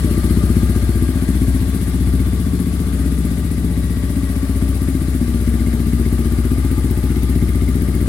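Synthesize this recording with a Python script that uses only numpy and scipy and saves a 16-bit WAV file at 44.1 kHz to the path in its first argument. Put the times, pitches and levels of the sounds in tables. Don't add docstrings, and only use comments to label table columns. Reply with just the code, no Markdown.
import sys
import numpy as np
from scipy import signal
from scipy.fft import rfft, irfft, next_fast_len
from scipy.io import wavfile
from scipy.ndimage import uniform_filter1d

SR = 44100
rng = np.random.default_rng(int(sys.argv[2]) if len(sys.argv) > 2 else 0)


def amplitude_ratio(level_db):
    exponent = np.asarray(level_db, float) / 20
    return 10 ** exponent


def waveform_to_disk(signal):
    frames = np.transpose(np.atleast_2d(signal))
    scaled = np.clip(frames, -1, 1) * 32767
    samples = np.round(scaled).astype(np.int16)
    wavfile.write(sys.argv[1], SR, samples)


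N = 356327
TIME = np.arange(N) / SR
SIZE = next_fast_len(N)
FREQ = np.maximum(np.arange(SIZE // 2 + 1) * SR / SIZE, 1)
BEFORE = SR // 2


def unit(x):
    return x / np.sqrt(np.mean(x ** 2))


def curves(table):
    s, *columns = np.transpose(table)
    return [np.interp(TIME, s, c) for c in columns]


def over_hz(table):
    hz, value = np.transpose(table)
    return np.interp(np.log(FREQ), np.log(hz), value)


# (time [s], distance to engine [m], distance to exhaust [m], nearness to the tail [0-1])
WALK_PATH = [(0, 1.08, 1.07, 0.18), (.5, 1.11, 1.13, 0), (1.0, 1.28, 1.28, 0.34), (1.5, 1.3, 1.23, 0),
             (1.85, 1.34, 1.36, 0), (2.25, 1.43, 1.13, 0.7), (2.6, 1.59, 1.04, 0), (3.1, 1.44, 1.26, 0.05),
             (3.7, 1.69, 1.12, 0), (4.4, 1.45, 1.44, 0.4), (5.0, 1.46, 1.2, .45), (5.6, 1.43, 1.03, .6),
             (6.3, 1.41, 1.5, .75), (7.2, 1.44, 1.39, 1), (8.08, 1.52, 1.16, 0.9)]


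def walk():
    return curves(WALK_PATH)


def spread(metres):
    return -20 * np.log10(np.maximum(metres, .1))


# (time [s], firing rate [firings per s])
IDLE_SPEED = [(0.0, 14.882), (0.28, 15.483), (0.89, 15.337), (1.15, 14.898), (1.35, 15.613), (1.68, 14.934),
              (2.08, 15.64), (2.48, 14.867), (2.81, 14.906), (3.06, 16.128), (3.45, 14.854), (3.59, 15.39),
              (4.41, 15.188), (4.63, 15.75), (4.83, 15.023), (5.56, 15.438), (5.81, 15.035), (5.92, 15.593),
              (6.62, 15.211), (7.27, 15.637), (7.72, 14.99), (8.08, 15.867)]


def engine_speed():
    return curves(IDLE_SPEED)[0]


def firings(cycle):
    jitter_s = .0005
    index = np.flatnonzero(np.diff(np.floor(cycle)))
    earlier = TIME[index[0]] - np.arange(7, 0, -1) / engine_speed()[0]
    even = np.r_[earlier, TIME[index]]
    charge = rng.standard_normal((len(even), 3))
    return even, even + jitter_s * charge[:, 2], charge


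def push(at, size, width_s):
    place = np.clip(np.round(at * SR).astype(int).ravel() + BEFORE, 0, BEFORE + N - 1)
    reach = np.arange(-200, 201) / SR
    bell = np.exp(-.5 * (reach / width_s) ** 2)
    return np.convolve(np.bincount(place, size.ravel(), BEFORE + N), bell, "same")


def strike(force, modes):
    rung = 0
    for hz, db, t60, sign in modes:
        pole = np.exp((2j * np.pi * hz - np.log(1000) / t60) / SR)
        rung = rung + sign * amplitude_ratio(db) * signal.lfilter([1], [1, -pole], force).imag
    return unit(rung[BEFORE:])


# (time [s], direct share, floor lag [s], floor share, wall lag [s], wall share)
NEAR_ECHOES = [(0, 1.28, 0.0122, 0.41, 0.014, 0.37), (1.1, 1.02, 0.01212, 0.41, 0.015, 0.71),
               (1.9, 0.65, .0045, 0.45, 0.0182, 0.8), (3.2, 0.68, 0.00447, 0.53, 0.0176, 0.77),
               (4.4, 0.7, 0.0046, 0.51, 0.015, 0.32), (5.3, 0.75, 0.0069, 0.42, 0.0131, .6),
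               (6.5, 1.13, 0.0077, 0.52, 0.015, 0.84), (8.08, 0.94, 0.0078, 0.36, 0.013, 0.88)]


def arrivals(fired, count=56):
    bay_t60_s, bay_db = .4, -10
    lag = np.sort(rng.uniform(0.01206, .2, count))
    chance = rng.standard_normal((len(fired), 2 * count))
    slow = unit(uniform_filter1d(chance[:, :count], size=9, axis=0))
    drift = slow + .35 * chance[:, count:]
    bay = amplitude_ratio(bay_db - 60 * lag / bay_t60_s) * drift
    direct, floor_s, floor, wall_s, wall = (np.interp(fired, TIME, c) for c in curves(NEAR_ECHOES))
    wall_s = wall_s + .0007 * drift[:, 0]
    lags = np.c_[0 * wall_s, floor_s, wall_s, np.tile(lag, (len(fired), 1))]
    return fired[:, None] + lags, np.c_[direct, floor, wall, bay]


def echoed_push(fired, charge):
    scatter_db = .9
    at, size = arrivals(fired)
    return push(at - .0003, size * amplitude_ratio(scatter_db * charge[:, 1:2]), 0.00076)


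def thump_level():
    level_db, db_per_hz, tail_db, idle_hz = -20.5, 1.5, 0.5, 15.3
    _, metres, tail = walk()
    surge = engine_speed() - idle_hz
    return level_db + spread(metres) + db_per_hz * surge + tail_db * tail


# (frequency [Hz], drive level [dB], time to fall 60 dB [s], signed strength)
THUMP_MODES = [(230.4, 0, 0.0095, 0.64), (316.4, -23.5, 0.052, 0.54), (342, -20.5, 0.043, 0.84)]


def thump(force):
    upper_db = -6.5
    direct_share = curves(NEAR_ECHOES)[0]
    low = strike(force, THUMP_MODES[:1])
    upper = amplitude_ratio(upper_db) * direct_share * strike(force, THUMP_MODES[1:])
    return amplitude_ratio(thump_level()) * (low + upper)


# (frequency [Hz], drive level [dB], time to fall 60 dB [s], signed strength)
PIPE_MODES = [(67.2, -1, 0.16, -1.283), (69.73, 4, 0.35, 0.51), (81.6, 2, 0.064, 0.51),
              (107.5, -35.5, 0.97, 0.63)]
# (time [s], level [dB])
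BOOM_LEVEL = [(0, -15.5), (.5, -15), (1.0, -15), (1.2, -18), (1.55, -13), (1.8, -16.5), (2.1, -14),
              (2.3, -14), (2.6, -19), (2.9, -16), (3.15, -19), (3.6, -17.5), (4.4, -17.5), (4.75, -16),
              (5.0, -16), (5.6, -14), (6.1, -16.5), (6.6, -14.5), (7.2, -17.5), (7.65, -13), (8.08, -18.5)]


def boom(fired, charge):
    force = push(fired - .0002, amplitude_ratio(0.37 * charge[:, 0]), 0.0003)
    return amplitude_ratio(curves(BOOM_LEVEL)[0]) * strike(force, PIPE_MODES)


# (frequency [Hz], drive level [dB], time to fall 60 dB [s], signed strength)
SHELL_MODES = [(152, 2.2, 0.25, 0.66), (158.2, 6.3, 0.24, -1.36), (204.3, -7.5, 0.33, 1)]


def drum(force):
    level_db, tail_db = -25.5, -15.5
    _, metres, tail = walk()
    return amplitude_ratio(level_db + spread(metres) + tail_db * tail) * strike(force, SHELL_MODES)


# (time [s], pitch [Hz], level [dB])
CHAMBER_RING = [(0, 234, -29), (.5, 240, -25), (1.0, 241, -29.5), (1.15, 259.4, -26.5), (2.1, 265.2, -28.5),
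                (2.8, 266, -30.5), (4.1, 269, -28), (4.8, 267, -23), (5.1, 264, -23.5), (5.25, 238, -24.5),
                (5.6, 235.3, -23), (6.4, 235.5, -28), (6.6, 262, -28.5), (7.2, 258, -26),
                (8.08, 255, -32.5)]


def chamber(fired, charge):
    t60_s = .21
    force = push(fired - .0003, amplitude_ratio(1.5 * charge[:, 1]), 0.00087)
    hz, db = curves(CHAMBER_RING)
    turn = np.exp(2j * np.pi * np.cumsum(hz) / SR)
    decay = np.exp(-np.log(1000) / t60_s / SR)
    rung = signal.lfilter([1], [1, -decay], force[BEFORE:] / turn) * turn
    return amplitude_ratio(db) * unit(rung.imag)


# (frequency [Hz], likeness [0-1])
PORT_LIKENESS = [(60, 1.0), (130, .98), (290, .95), (640, .8), (1410, .3), (3100, 0), (16000, 0)]


def noise(table):
    like = np.clip(over_hz(PORT_LIKENESS), 0, 1)
    mid, side = rfft(rng.standard_normal((2, SIZE)))
    pair = np.sqrt(1 + like) * mid + np.sqrt(1 - like) * side * np.array([[1], [-1]])
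    return unit(irfft(pair * amplitude_ratio(over_hz(table)), SIZE)[:, :N])


def ring(hz, width):
    coarse = np.arange(0, N + 64, 64) / SR
    chance = rng.standard_normal((2, 2, len(coarse)))
    decay = np.exp(-np.pi * width * coarse[1])
    mid, side = signal.lfilter([1], [1, -decay], chance[0] + 1j * chance[1])
    apart = np.clip(np.mean(hz) / 2400, 0, 1)
    carrier = np.exp(2j * np.pi * np.cumsum(hz * np.ones(N)) / SR)
    ports = [np.interp(TIME, coarse, mid + k * apart * side) * carrier for k in (1, -1)]
    return unit(np.array(ports).imag)


def burst(cycle, at, rise, fall, scatter_db):
    since, count = (cycle - at) % 1, np.floor(cycle - at).astype(int) + 2
    size = amplitude_ratio(scatter_db * rng.standard_normal(200))[count]
    return size * (1 - np.exp(-since / rise)) * np.exp(-since / fall)


def patchy(x, patch_db):
    _, _, frames = signal.stft(x, nperseg=512)
    chance = rng.standard_normal(frames.shape[1:])
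    across = uniform_filter1d(chance, size=3, axis=0)
    patches = unit(uniform_filter1d(across, size=6, axis=1))
    return unit(signal.istft(frames * amplitude_ratio(patch_db * patches), nperseg=512)[1][:, :N])


# (frequency [Hz], relative level [dB per Hz])
CLATTER_COLOUR = [(250, -27), (420, -0.5), (505, -16), (600, -10), (780, -16), (980, -18.5), (1160, -23.5),
                  (1400, -14.5), (2110, -15.5), (2530, -20), (3950, -21.5), (6170, -26), (10100, -20),
                  (12500, -25), (14500, -28.5), (16500, -33)]


def clatter(cycle):
    level_db = -34
    beat = 1 + 0.4 * burst(cycle, 0.31, 0.027, 0.052, 1.3) + 0.46 * burst(cycle, 0.82, .03, 0.21, 1.7)
    return amplitude_ratio(level_db) * patchy(noise(CLATTER_COLOUR), 1.42) * beat


# (frequency [Hz], relative level [dB per Hz])
TICK_COLOUR = [(1200, -26), (1600, -46), (1900, -7), (2150, 8), (2400, -12), (3500, -10.5), (6000, -38)]


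def ticks(cycle):
    level_db, tail_db = -36.5, 6
    _, _, tail = walk()
    beat = burst(cycle, .85, 0.028, 0.079, 0.99) + 0.72 * burst(cycle, 1.0, .02, 0.061, 1.7)
    return amplitude_ratio(level_db + tail_db * tail) * noise(TICK_COLOUR) * beat


# (frequency [Hz], relative level [dB per Hz])
SPURT_COLOUR = [(7000, -44), (10000, -1), (12500, 3), (14500, 8), (16500, 6)]


def spurts(cycle):
    level_db, tail_db = -34.5, 23
    breath_cycles = 0.5
    _, _, tail = walk()
    gate = 1 / (1 + np.exp(((cycle + .015) % 1 - breath_cycles) / .03))
    breath = .1 + 0.48 * burst(cycle, .985, .04, 0.8, 1.5) * gate
    clicks = burst(cycle, .175, .008, .025, 5.) + burst(cycle, .275, .008, .02, 5.)
    seats = .6 * np.clip(1 - tail, 0, 1) * clicks
    spurt = amplitude_ratio(tail_db * tail - 10) * burst(cycle, .003, .006, .03, 2.7)
    return amplitude_ratio(level_db) * noise(SPURT_COLOUR) * (spurt + breath + seats)


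# (frequency [Hz], relative level [dB per Hz])
HISS_COLOUR = [(4000, -8), (6500, -11), (8500, 3), (10500, 6), (12000, 5.5), (13500, -14), (16500, -24)]


def hiss(cycle):
    level_db, tail_db = -35, -3
    _, _, tail = walk()
    beat = burst(cycle, 0.95, 0.019, 0.51, 1.3) + 0.44 * burst(cycle, 0.21, 0.018, 0.056, 4.6)
    return amplitude_ratio(level_db + tail_db * tail) * patchy(noise(HISS_COLOUR), 2.0) * beat


# (time [s], pitch [Hz], level at 1 m before its swells [dB])
CASE_WHINE = [(0.0, 1157, -45.5), (0.29, 1210, -40.5), (.8, 1194, -43), (1.6, 1125, -45.5),
              (1.96, 1180, -44.5), (2.7, 1133, -43), (2.99, 1208, -43.5), (3.6, 1165, -45.5),
              (4.07, 1144, -43.5), (4.8, 1170, -43), (5.4, 1174, -45), (6.3, 1183, -42.5),
              (7.38, 1208, -43.5), (8.08, 1178, -42)]


def whine(cycle):
    hz, db = curves(CASE_WHINE)
    return amplitude_ratio(db) * ring(hz, width=55) * (1 + 0.43 * burst(cycle, 0.7, 0.054, 0.14, 1.5))


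# (time [s], level [dB])
HUM_LEVEL = [(0, -46), (.8, -46.5), (1.5, -53.5), (2.3, -58), (3.2, -48.5), (3.7, -50), (4.2, -47),
             (5.2, -49.5), (6.0, -47.5), (6.5, -54), (6.9, -48), (7.5, -57), (8.08, -44)]


def hum():
    return amplitude_ratio(curves(HUM_LEVEL)[0]) * ring(582, width=23.0)


# (frequency [Hz], width [Hz], level before the swell [dB], loudest at [s], swell span [s])
COVER_RINGS = [(704, 6.7, -55.5, 0.89, 0.36), (836.5, 20, -52.5, 6.95, 0.38), (1620, 14, -54, 0.82, 0.91),
               (1930, 11, -52.5, 3.8, 0.84), (2118, 32, -53.5, 7.4, 0.83), (3465, 25, -58.5, 2.1, 2),
               (3890, 18, -62, 3.6, 7.5), (4316, 41, -55.5, 0.27, 1.5), (4920, 37, -60.5, 1.2, 15)]


def covers():
    total = 0
    for hz, width, db, loudest_s, span_s in COVER_RINGS:
        swell = 0.54 + np.exp(-((TIME - loudest_s) / span_s) ** 2)
        total = total + amplitude_ratio(db) * ring(hz, width) * swell
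    return total


# (frequency [Hz], relative level [dB per Hz])
RUMBLE_COLOUR = [(100, -43), (130, -37.5), (200, -1), (280, 11.5), (350, -8), (450, -20.5), (600, -49)]


def rumble():
    return amplitude_ratio(thump_level() - 12) * noise(RUMBLE_COLOUR)


def scene():
    start_cycle = .31
    cycle = start_cycle + np.cumsum(engine_speed()) / SR
    even, fired, charge = firings(cycle)
    force = echoed_push(fired, charge)
    exhaust = thump(force) + boom(even, charge) + drum(force) + chamber(fired, charge)
    engine_m, _, _ = walk()
    body = clatter(cycle) + ticks(cycle) + spurts(cycle) + hiss(cycle) + whine(cycle)
    return exhaust + amplitude_ratio(spread(engine_m)) * body + hum() + covers() + rumble()


# (frequency [Hz], left minus right [dB])
PORT_COLOUR = [(60, 4.5), (380, 4.5), (700, 5.3), (1290, 6), (2380, 2.9), (4400, 6.5), (7500, 8.9),
               (10500, 13), (12300, 7), (13800, 1.8), (16500, 3)]


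def ports(dry):
    lead_s, top_hz = .00012, 16000
    colour = amplitude_ratio(over_hz(PORT_COLOUR) / 2 * np.array([[1], [-1]]))
    delay = np.exp(-2j * np.pi * FREQ * np.array([[0], [lead_s]]))
    return irfft(rfft(dry, SIZE) * colour * delay * (FREQ < top_hz), SIZE)[:, :N]


def band_limit(x):
    return signal.sosfilt(signal.butter(12, 17030, fs=SR, output="sos"), x)


def record(dry):
    wet = ports(dry)
    wet = signal.sosfilt(signal.butter(N=2, Wn=59.5, btype="high", fs=SR, output="sos"), wet)
    wet = 1.6 * np.tanh(wet / 1.6)
    return band_limit(wet)


dry = scene()
out = record(dry)
waveform_to_disk(out)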